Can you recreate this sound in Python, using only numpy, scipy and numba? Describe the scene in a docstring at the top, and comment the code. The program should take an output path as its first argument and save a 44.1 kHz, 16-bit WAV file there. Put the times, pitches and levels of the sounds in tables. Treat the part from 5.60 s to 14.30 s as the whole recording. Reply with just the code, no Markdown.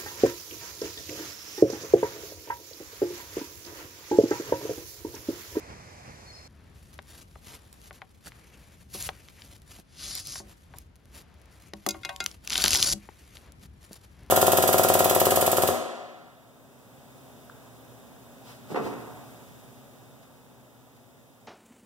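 """A forest hisses (filtered noise) and a small bird calls (gliding sines); then, close up, gloves rub a log.
Blade knocks ring the log's modes, the edge scrapes under the bark and a first flap is peeled (break trains).
The knife clatters down on the wood, waking its steel modes; then a long strip rips off: a dense crackle of
fibre breaks with loud single snaps, ringing the log. Rubs and small knocks follow over a low rumble."""
import sys
import numpy as np
from scipy import signal
from scipy.fft import rfft, irfft, next_fast_len
from scipy.io import wavfile
from numba import njit

SR = 44100
rng = np.random.default_rng(int(sys.argv[2]) if len(sys.argv) > 2 else 0)


def persist_wave(psi):
    """Save psi, clipped to +-1, as 16-bit WAV."""
    counts = np.round(np.clip(psi, -1, 1) * 32767).astype(np.int16)
    wavfile.write(sys.argv[1], SR, np.atleast_2d(counts).T)


N = 383669
TIME = np.arange(N) / SR
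HIT_TIME = TIME[:SR // 2]

# modes of the log: mode_hz, level_db, t60_s
LOG_MODES = [(137, -9.5, .25), (205.2, 0.5, 0.34), (266, -12, 0.11), (323.8, -3, 0.36), (379.6, -1, .19),
             (490, -7, 0.051), (572, -5, 0.24), (674, -1.5, .06), (759.5, -2.5, 0.18), (830, -6.5, 0.054),
             (954.5, -9, 0.21), (1090, -3.5, 0.18), (1210, -3, .06), (1540, -2, 0.08), (1920, -4.5, 0.063)]
# spectrum of steel or crumbs on bark: freq_hz, level_db (per Hz)
STEEL_ON_BARK = [(100, 10), (350, -12), (1000, -10), (2200, -4), (4000, 0), (7000, 0), (10000, 4.5),
                 (12800, -3.5), (15500, -1)]


def undb(db):
    """Decibels to gain."""
    return np.exp(np.asarray(db) * np.log(10) / 20)


def unit(x):
    """Scale to rms 1."""
    return x / np.sqrt(np.mean(x ** 2))


def along(points, hz):
    """Read (Hz, value) points on a log-frequency axis."""
    f, value = np.transpose(points)
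    return np.interp(np.log(hz + 1), np.log(f), value)


def colour(x, points):
    """Filter a sound by (Hz, dB) points."""
    size = next_fast_len(N, True)
    gain = undb(along(points, np.fft.rfftfreq(size, 1 / SR)))
    return irfft(rfft(x, size) * gain, size)[:N]


def walk(rate):
    """Random wander of spread near 1: straight lines between `rate` points per second."""
    steps = rng.standard_normal(N // 10)
    return np.interp(TIME * rate, np.arange(len(steps)), steps)


def add(track, s, sound):
    """Mix a sound in at time s."""
    i = int(s * SR)
    track[i:i + len(sound)] += sound[:N - i]


def hump(hz, centre_hz, octaves):
    """A bell-shaped weight on the octave axis."""
    return np.exp(-.5 * (np.log2((hz + 1) / centre_hz) / octaves) ** 2)


def stroke(start_s, length_s, attack_s, release_s):
    """Gain of one movement: it swells up to its start, holds for its length, then dies away."""
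    early = np.maximum(start_s - TIME, 0)
    late = np.maximum(TIME - start_s - length_s, 0)
    return np.exp(-early / attack_s - late / release_s)


def strokes(rows, attack_s, release_s):
    """Gain of (start_s, length_s, level_db) movements of one shape; overlaps add in power."""
    power = sum((undb(db) * stroke(s, length, attack_s, release_s)) ** 2 for s, length, db in rows)
    return np.sqrt(power)


def grains(rate, spread_db, clump_db, clump_rate):
    """Tiny breaks of very uneven size that come in clumps; rms 1."""
    sizes = undb(spread_db * np.minimum(rng.exponential(size=N), 4))
    breaks = (rng.random(N) < rate / SR) * rng.choice([-1, 1], N)
    return unit(breaks * sizes * undb(clump_db * walk(clump_rate)))


def ring(modes, weight=1, length=1, wobble_db=2.5, size=256):
    """Modes after one blow; each contact shifts them a little, loose contacts make the decay uneven."""
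    wobble_per_s = 65
    hz, db, t60 = np.transpose(modes)
    hz = hz * (1 + .002 * rng.standard_normal(len(hz)))
    phase = rng.uniform(0, 2 * np.pi, (len(hz), 1))
    walks = rng.standard_normal((len(hz), size))
    wobble = np.array([np.interp(HIT_TIME * wobble_per_s, np.arange(size), steps) for steps in walks])
    wobble = wobble * np.minimum(HIT_TIME * wobble_per_s, 1)
    fall_db = wobble_db * wobble - 60 * HIT_TIME / (length * t60[:, None])
    tones = np.sin(2 * np.pi * hz[:, None] * HIT_TIME + phase)
    return (undb(db) * weight) @ (tones * undb(fall_db))


def crack(hz, octaves, tail_s, tail_db, bend_s, size=4096):
    """A click and its short scatter, peak 1; bending waves bring the treble first."""
    f = np.fft.rfftfreq(size, 1 / SR)
    push = undb(tail_db) * rng.standard_normal(size) * np.exp(-TIME[:size] / tail_s)
    push[0] += 1
    delay = bend_s * np.sqrt(hz / (f + 1))
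    click = irfft(rfft(push) * hump(f, hz, octaves) * np.exp(-4j * np.pi * f * delay))
    return click / np.abs(click).max()


def friction(force, spectrum, log_db):
    """A train of small breaks, heard directly and through the log, whose ring the hand shortens."""
    direct = colour(force, spectrum)
    weight = hump(np.transpose(LOG_MODES)[0], 720, octaves=1.1)
    body = signal.fftconvolve(force, ring(LOG_MODES, weight, length=0.72))[:N]
    return (unit(direct) + undb(log_db) * unit(body)) * np.sqrt(np.mean(force ** 2))


@njit
def resonate(x, hz, width):
    """A state-variable band-pass whose centre moves."""
    y, band, low = np.empty(len(x)), 0., 0.
    for i in range(len(x)):
        g, k = np.tan(np.pi * hz[i] / SR), width / hz[i]
        v = (band + g * (x[i] + 1e-18 - low)) / (1 + g * (g + k))
        band, low, y[i] = 2 * v - band, low + 2 * g * v, k * v
    return y


def flap(force, start_s, start_hz, climb_hz_per_s):
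    """Fibre breaks ring the lifted bark, higher as it is drawn taut."""
    hz = np.clip(start_hz + climb_hz_per_s * (TIME - start_s), 2000, 9000)
    tone = unit(resonate(force, hz, 2600.0))  # width in Hz
    return undb(-5) * tone * np.sqrt(np.mean(force ** 2))


def tearing():
    """A slow peel parts fine fibres; the hard rip parts them in bunches and breaks duller splinters too."""
    # spectra of the breaks: freq_hz, level_db (per Hz)
    fibre_spectrum = [(60, 9), (200, -5), (900, -17), (1400, -12.5), (2100, -7.5), (3000, -10), (4800, 2.5),
                      (6500, -1.5), (8300, -1.5), (10500, 1.5), (12600, -14), (15300, -26)]
    splinter_spectrum = [(60, -17), (190, -5.5), (450, -6), (1000, -6), (1500, 2), (2050, -19), (3200, 1),
                         (6000, -11.5), (15500, -15.5)]
    # pulls of the slow peel: start_s, length_s, level_db
    peel_pulls = [(4.431, 0.17, -39.5), (4.68, 0.11, -41.5)]
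    # the strip catches, a brief dip: centre_s, half_width_s (to 1/e of depth), depth_db
    catches = [(7.031, .004, -6), (7.084, .004, -8), (7.101, .005, -8.5), (7.182, .006, -5.5),
               (7.211, .006, -3), (7.313, .005, -3)]
    # the strip starts to lift, runs free, parts from the log
    rip_start_s, rip_free_s, rip_end_s = 6.92, 7.112, 7.334

    pull = strokes(peel_pulls, attack_s=0.041, release_s=0.0165)
    peel = pull * grains(rate=3500, spread_db=1.5, clump_db=1.0, clump_rate=260)

    rip = stroke(rip_start_s, rip_end_s - rip_start_s, attack_s=0.024, release_s=0.003)
    dip_db = sum(db * np.exp(-((TIME - s) / half_width) ** 2) for s, half_width, db in catches)
    rip = rip * undb(dip_db)
    until_free_s = np.maximum(rip_free_s - TIME, 0)
    since_free_s = np.maximum(TIME - rip_free_s, 0)
    # fibres grow louder as the strip gathers speed, then hold; splinters fall off once it runs free
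    fine_db = -27 - 50.5 * until_free_s
    coarse_db = -31.5 - 31.5 * until_free_s - 53.5 * since_free_s
    fine = rip * undb(fine_db) * grains(rate=3000, spread_db=3.0, clump_db=2.5, clump_rate=500)
    coarse_gain = rip * undb(coarse_db) + pull * undb(-15)
    coarse = coarse_gain * grains(rate=900, spread_db=5.0, clump_db=2.0, clump_rate=200)

    out = flap(peel, peel_pulls[0][0], start_hz=3950, climb_hz_per_s=5800)
    out = out + flap(fine, rip_start_s, start_hz=3300, climb_hz_per_s=7500)
    out = out + friction(peel, fibre_spectrum, log_db=-18.5)
    out = out + friction(fine, fibre_spectrum, log_db=-20.0)
    return out + friction(coarse, splinter_spectrum, log_db=-12.5)


def snaps():
    """Thick fibres fray for an instant, then let go one at a time, each a pitched tick of a few cycles."""
    # snapping fibres and splinters: time_s, peak_db, pitch_hz, spread_octaves
    snap_rows = [(2.72, -33, 1800, .9), (3.425, -15, 7000, .7), (3.686, -30.5, 2300, 1),
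                 (3.820, -30, 3000, .7), (4.511, -20, 4500, .6), (4.552, -14, 7960, .8),
                 (4.5973, -25, 8300, .7), (4.662, -29, 4800, .7), (4.671, -20.5, 8200, .7),
                 (4.723, -19.5, 6000, .7), (5.185, -25, 7800, .9), (6.136, -22.5, 3860, 1),
                 (6.562, -21.5, 4300, .9), (6.641, -18.5, 7400, .7), (6.662, -5.5, 3480, 1.04),
                 (6.714, -28, 4054, .7), (6.875, -14.5, 3800, 1), (6.8986, -15.5, 5800, .9),
                 (6.9042, -10, 3350, 1), (6.922, -13, 4200, .7), (6.93, -13, 2800, .8),
                 (6.9348, -10.5, 5000, .7), (6.943, -17, 6000, .7), (6.956, -7.5, 3100, .65),
                 (6.9782, -5, 5000, .8), (6.9804, -9.5, 5400, .7), (7.001, -17, 3000, .6),
                 (7.013, -12.5, 6500, .8), (7.0193, -11.5, 5200, .7), (7.028, -15.5, 5000, .9),
                 (7.0403, 0, 4200, 1), (7.0447, -13, 1800, .9), (7.0533, -5.5, 6500, .9),
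                 (7.0603, -4.5, 3200, .9), (7.081, 0.5, 5400, 1.1), (7.1066, -2.5, 5500, 1.1),
                 (7.125, -10.5, 4200, .7), (7.132, -2, 4700, .8), (7.137, -9, 3800, .7),
                 (7.143, -7.5, 6400, .7), (7.1487, -7, 3600, .9), (7.1562, -3.5, 5000, .8),
                 (7.1583, -5, 4900, .8), (7.172, -8.5, 5500, .9), (7.195, -11, 4250, .6),
                 (7.2266, -1, 4700, .75), (7.2273, -2.5, 4500, .75), (7.246, -12.5, 5500, .8),
                 (7.275, -12.5, 5500, .8), (7.289, -13, 5000, .7), (7.328, -11, 5000, .8),
                 (7.3333, -11, 6000, .9), (7.770, -28.5, 3300, .7), (7.921, -34, 6970, .7),
                 (8.331, -25.5, 7000, 1.2), (8.357, -38, 5700, .7)]
    fray_s, fray_db = .0012, -18.5  # lead before the snap, level relative to it
    out = np.zeros(N)
    for s, db, hz, octaves in snap_rows:
        fray = crack(hz, octaves=1.7, tail_s=0.0017, tail_db=-8.0, bend_s=0.000287)
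        add(out, s - fray_s, undb(db + fray_db) * fray)
        add(out, s, undb(db) * crack(hz, octaves, tail_s=0.0012, tail_db=-17, bend_s=0.00035))
    return out


def thud(hz, octaves, t60):
    """Modes too dense and damped to tell apart: a short dull noise burst."""
    size = len(HIT_TIME)
    weight = hump(np.fft.rfftfreq(size, 1 / SR), hz, octaves)
    burst = irfft(rfft(rng.standard_normal(size)) * weight, size)
    return unit(burst) * np.exp(-np.log(1000) * HIT_TIME / t60)


def knocks():
    """Blade, knuckles and recoiling strip jolt the log: a dull click, a thud, the modes the spot favours."""
    # blows; a hand on the log shortens the ring: time_s, contact_peak_db, contact_hz,
    # ring_db, ring_hz, ring_spread_octaves, ring_length_share
    blows = [(1.3897, -26, 1510, -36.5, 600, 0.62, 0.14), (1.756, -33, 890, -38, 680, .6, 0.18),
             (2.3086, -26, 1130, -40.5, 760, 0.77, 0.3), (2.418, -25.5, 1350, -38.5, 740, .3, 0.47),
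             (2.671, -32, 1260, -50, 740, .5, 0.27), (3.347, -47, 800, -42, 445, 1.1, 0.82),
             (3.4898, -16, 1820, -27.5, 696, 0.44, 0.31), (4.187, -51, 700, -44.5, 350, 1.3, 0.19),
             (4.757, -26.5, 1290, -45, 740, 0.61, 0.3), (4.801, -35, 716, -45.5, 414, 1.1, 1.03),
             (5.138, -33.5, 1100, -45.5, 670, 0.8, 0.48), (6.135, -28, 1560, -36, 270, 1.2, 0.53),
             (6.2634, -16, 990, -26.5, 500, 0.96, 0.84), (6.345, -48, 1200, -42, 930, 1, 1.05),
             (6.449, -23, 1720, -36.5, 845, 0.88, 0.67), (6.491, -24, 1370, -35, 1150, 0.73, 1.57),
             (6.604, -23, 1490, -41, 640, 1.1, 0.91), (7.043, -22, 600, -36, 300, 1.3, 0.49),
             (7.148, -16, 1080, -39.5, 350, 1, 0.99), (7.331, -52, 354, -34.5, 160, 1.18, 0.79),
             (7.4888, -30, 870, -34.5, 450, 1.1, 0.065), (8.311, -49, 495, -38, 300, 0.4, 0.22)]
    out = np.zeros(N)
    swell = 1 - np.exp(-HIT_TIME / 0.0003)  # s, the blow pushes into the wood
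    mode_hz = np.transpose(LOG_MODES)[0]
    for s, db, hz, ring_db, ring_hz, octaves, length in blows:
        share = max(length, .05)
        modes = ring(LOG_MODES, hump(mode_hz, ring_hz, octaves), share)
        body = undb(-5.5) * thud(0.85 * ring_hz, octaves=1.0, t60=.07 * np.sqrt(share))
        add(out, s, undb(db) * crack(hz, octaves=0.84, tail_s=0.0021, tail_db=-23.5, bend_s=0.00078))
        add(out, s, undb(ring_db) * swell * (modes + body))
    return out


def knife():
    """Each touch chatters briefly and wakes a different range of the steel's modes; the wood damps them."""
    # modes of the knife: mode_hz, level_db, t60_s
    steel_modes = [(1404, -4, 0.19), (1577, -10.5, .09), (2120, -3, 0.15), (2514, -10.5, 0.15),
                   (2780, -13, 0.11), (3370, -0.5, 0.05), (3570, 4, 0.019), (3892, -10.5, 0.13),
                   (4250, -5, 0.045), (4880, 2.5, 0.055), (5520, -11, 0.037), (6150, 2, 0.04),
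                   (6600, -1.5, 0.071), (7250, 5.5, 0.034), (10100, 2, .025)]
    # touches as it is laid down: time_s, ring_db, ring_centre_hz, spread_octaves,
    # contact_peak_db, contact_hz, ring_length_share
    touches = [(6.264, -38, 5130, 1.4, -13, 6970, 0.62), (6.288, -25, 5900, 1.34, -13, 8100, 0.72),
               (6.307, -27.5, 5200, 0.71, -28, 7000, 0.64), (6.343, -49, 1300, 1.4, -39, 1800, 0.89),
               (6.433, -32.5, 2320, 0.67, -36, 3200, 0.52), (6.4494, -24.5, 2730, 0.57, -19, 3970, 0.68),
               (6.492, -29.5, 2900, 0.32, -28, 3900, 1), (6.603, -24.5, 2450, 1.07, -24, 5200, 0.93)]
    out = np.zeros(N)
    swell = 1 - np.exp(-HIT_TIME / 0.00084)
    mode_hz = np.transpose(steel_modes)[0]
    for s, db, hz, octaves, contact_db, contact_hz, length in touches:
        # steel rings more evenly than wood
        modes = ring(steel_modes, hump(mode_hz, hz, octaves), max(length, .05), wobble_db=2)
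        contact = crack(contact_hz, octaves=0.9, tail_s=0.0037, tail_db=-10.0, bend_s=0.00024)
        add(out, s, undb(db) * swell * modes)
        add(out, s, undb(contact_db) * contact)
    return out


def blade():
    """The edge slides under the bark with a fine, bright rasp: a dense train of breaks."""
    # slides, before the 5 dB lift below: start_s, length_s, level_db
    slides = [(3.347, 0.12, -38.5)]
    push = strokes(slides, attack_s=0.014, release_s=0.016)
    rasp = push * grains(rate=9000, spread_db=3.0, clump_db=4.0, clump_rate=110)
    return undb(5) * friction(rasp, STEEL_ON_BARK, log_db=-24)


def gloves():
    """Knitted gloves shift and rub over the bark; the sleeves add a softer, duller brushing."""
    # spectra of glove and sleeve: freq_hz, level_db (per Hz)
    glove_spectrum = [(100, 13), (300, 8), (700, 4), (1500, 1.5), (3200, 3), (6000, 1), (9000, 4),
                      (12500, -1.5), (15500, -7)]
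    cloth_spectrum = [(60, -11.5), (300, 5), (900, -8.5), (2300, 3.5), (3800, -12), (7000, -9),
                      (15500, -27)]
    # glove slides, before the 5 dB lift below: start_s, length_s, level_db
    rubs = [(1.17, 0.13, -66.5), (1.33, 0.029, -60), (1.485, 0.14, -56), (1.87, 0.09, -50),
            (1.68, 0.54, -65.5), (2.255, 0.022, -55), (2.34, 0.038, -60), (2.663, 0.017, -50),
            (2.72, 0.51, -64), (3.53, 0.31, -62), (3.825, 0.14, -58), (4.105, 0.093, -54.5),
            (4.895, 0.023, -57), (5.15, 0.071, -63.5), (5.55, 0.059, -53.5), (5.93, .15, -64),
            (6.17, 0.52, -63.5), (6.64, 0.11, -55.5), (6.85, 0.022, -56), (7.38, 0.48, -64),
            (7.76, 0.0092, -52.5), (8.03, 0.023, -56), (8.245, 0.0092, -55), (8.325, 0.045, -57.5),
            (8.44, 0.014, -59)]
    # a sleeve brushing as an arm moves: start_s, length_s, level_db
    sleeves = [(2.72, 0.49, -64), (3.53, 0.29, -65), (5.85, 0.18, -59), (7.42, 0.3, -60.5)]

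    # the gloves never lie quite still; fades in up to the first rub
    grip = undb(-74 + 4 * walk(rate=9.8)) * np.minimum(TIME / rubs[0][0], 1) ** 2
    rub_gain = np.hypot(grip, strokes(rubs, attack_s=0.022, release_s=0.011))
    rub = rub_gain * grains(rate=3000, spread_db=2.0, clump_db=2.5, clump_rate=140)
    brush_gain = strokes(sleeves, attack_s=.04, release_s=0.12)
    brush = brush_gain * grains(rate=9400, spread_db=3.5, clump_db=6.5, clump_rate=33)
    rubbing = undb(5.0) * friction(rub, glove_spectrum, log_db=-21.5)
    return rubbing + friction(brush, cloth_spectrum, log_db=-26)


def crumbs():
    """Loose crumbs of bark tick under the hands: sparse random breaks."""
    ticks = grains(rate=19, spread_db=3.5, clump_db=-7.5, clump_rate=4.5)
    return undb(-71) * friction(ticks, STEEL_ON_BARK, log_db=-21.0)


def scatter(x, t60, build_s):
    """Many small reflections that build up and die away, different at each port."""
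    decay = np.exp(-np.log(1000) * HIT_TIME / t60)
    build = 1 - np.exp(-HIT_TIME / build_s)
    tails = rng.standard_normal((2, len(HIT_TIME))) * decay * build
    return np.array([signal.fftconvolve(x, tail / np.linalg.norm(tail))[:N] for tail in tails])


def bird():
    """Thin whistles, mostly falling, with a quick flutter, drawn out by the trunks."""
    # bird notes, before the direct and scattered gains: start_s, length_s, first_hz, last_hz, level_db
    notes = [(0.657, 0.072, 4420, 4265, -46.5), (0.725, 0.096, 4290, 4260, -53),
             (.842, .025, 4320, 4320, -52), (0.716, 0.066, 5220, 4990, -48), (.785, .09, 5090, 5500, -58)]
    out = np.zeros(N)
    flutter = 1 + 0.007 * walk(rate=350)
    for s, length, first_hz, last_hz, db in notes:
        hz = np.linspace(first_hz, last_hz, int(length * SR))
        phase = 2 * np.pi * np.cumsum(hz * flutter[int(s * SR):][:len(hz)]) / SR
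        add(out, s, undb(db) * np.sqrt(np.hanning(len(hz))) * np.sin(phase))
    return 0.71 * out + 0.68 * scatter(out, t60=.65, build_s=0.0082)


def air(spectrum, width, sway_db):
    """Outdoor noise whose level sways; long waves reach both ports alike."""
    mid, side = (unit(colour(rng.standard_normal(N), spectrum)) * undb(sway_db * walk(rate=8))
                 for _ in range(2))
    side = colour(side, [(60, -14), (400, 0)])
    return mid + width * side * np.array([[1], [-1]])


def breeze():
    """Wind in the trees eases off, with two small gusts; the leaves overhead hiss on."""
    # spectra of wind and leaves: freq_hz, level_db (per Hz)
    wind_spectrum = [(22, -24), (50, 7), (90, 9.5), (170, 3), (280, -2), (360, -2.5), (750, -4),
                     (1400, -8.5), (1900, -6.5), (2400, -7.5), (3000, -19), (6000, -20), (15500, -50)]
    leaf_spectrum = [(3000, -8.5), (4200, -3), (5300, 0), (7200, -4.5), (10000, -11), (12800, -14),
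                     (14500, -45)]
    # gusts: start_s, length_s, level_db
    gusts = [(.095, 0.032, -53.5), (.46, 0.054, -57.5)]
    wind = undb(-47.5 - 5.5 * TIME) + strokes(gusts, attack_s=0.015, release_s=0.0085)
    hiss = undb(-59.5) * air(leaf_spectrum, width=0.56, sway_db=0.5)
    return wind * air(wind_spectrum, width=0.52, sway_db=0.4) + hiss


def outdoors():
    """A low rumble that swells and sinks under a faint, wavering hush."""
    # spectra of rumble and hush: freq_hz, level_db (per Hz)
    rumble_spectrum = [(20, -30.5), (31, -6.5), (42, -2), (68, 5.5), (100, -1.5), (180, -6.5), (350, -18.5),
                       (800, -35), (3000, -69)]
    hush_spectrum = [(100, -12.5), (350, 1), (800, -3.5), (2000, -7), (5000, -17.5), (10000, -28.5),
                     (15500, -48)]
    rumble = undb(-54) * air(rumble_spectrum, width=0.7, sway_db=2.5)
    return rumble + undb(-68.5) * air(hush_spectrum, width=1.0, sway_db=4.1)


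def ports(x, phase, balance):
    """Two microphone ports that differ in level and in phase, by frequency."""
    hz = np.fft.rfftfreq(N, 1 / SR)
    lean = undb(along(balance, hz) / 2)
    return irfft(rfft(x) * np.array([lean * np.exp(1j * phase(hz)), 1 / lean]), N)


def scene():
    """The open forest first, then the work on the log over a low rumble."""
    cut_s = .878  # the open forest gives way to the spot by the log
    # wind from the right, leaf hiss on the left: freq_hz, left_minus_right_db
    forest_balance = [(60, 2), (200, 0), (700, -8), (1400, -6), (1800, -.5), (2500, -3), (4400, 1),
                      (6000, 7), (8000, 0)]
    # ports at the log: freq_hz, left_lead_rad
    port_phase = [(20, 0), (5000, 0), (5700, -.2), (6900, -1.2), (8200, -3.1), (9600, -4.3), (11000, -5.6),
                  (12400, -6.4), (13800, -9), (15500, -9.4)]
    # ports at the log: freq_hz, left_minus_right_db
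    port_balance = [(60, 1.2), (200, 2.8), (700, 3.6), (2400, 3.2), (4400, 3.1), (7500, .4), (15000, 0)]
    left_lag_s = .00042  # in the forest
    forest = ports(breeze() + bird(), lambda hz: -2 * np.pi * hz * left_lag_s, forest_balance)

    wood = knocks()
    work = gloves() + crumbs() + blade() + tearing() + snaps() + wood + knife()
    # hands and bark reflect at once, and differently as they move; the trees answer later
    shifting = np.array([walk(rate=40), walk(rate=40)])
    near = undb(-8.5) * shifting * scatter(work, t60=.008, build_s=.0003)
    far = undb(-22.5) * scatter(work, t60=0.12, build_s=0.013)
    # the whole log radiates, so each port hears its ring a little differently
    spread = undb(-8.5) * scatter(wood, t60=0.016, build_s=0.0018)
    close = undb(-2.0) * work + spread + near + far + outdoors()
    close = ports(close, lambda hz: along(port_phase, hz), port_balance)
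    return np.where(TIME < cut_s, forest, close)


def record(dry):
    """Cut the deep rumble below 42 Hz and the top above 15850 Hz."""
    low_cut = signal.butter(4, 42, "high", fs=SR, output="sos")
    top_cut = signal.ellip(10, .2, 80, 15850, fs=SR, output="sos")
    return signal.sosfilt(np.vstack([low_cut, top_cut]), dry)


dry = scene()
out = record(dry)
persist_wave(out)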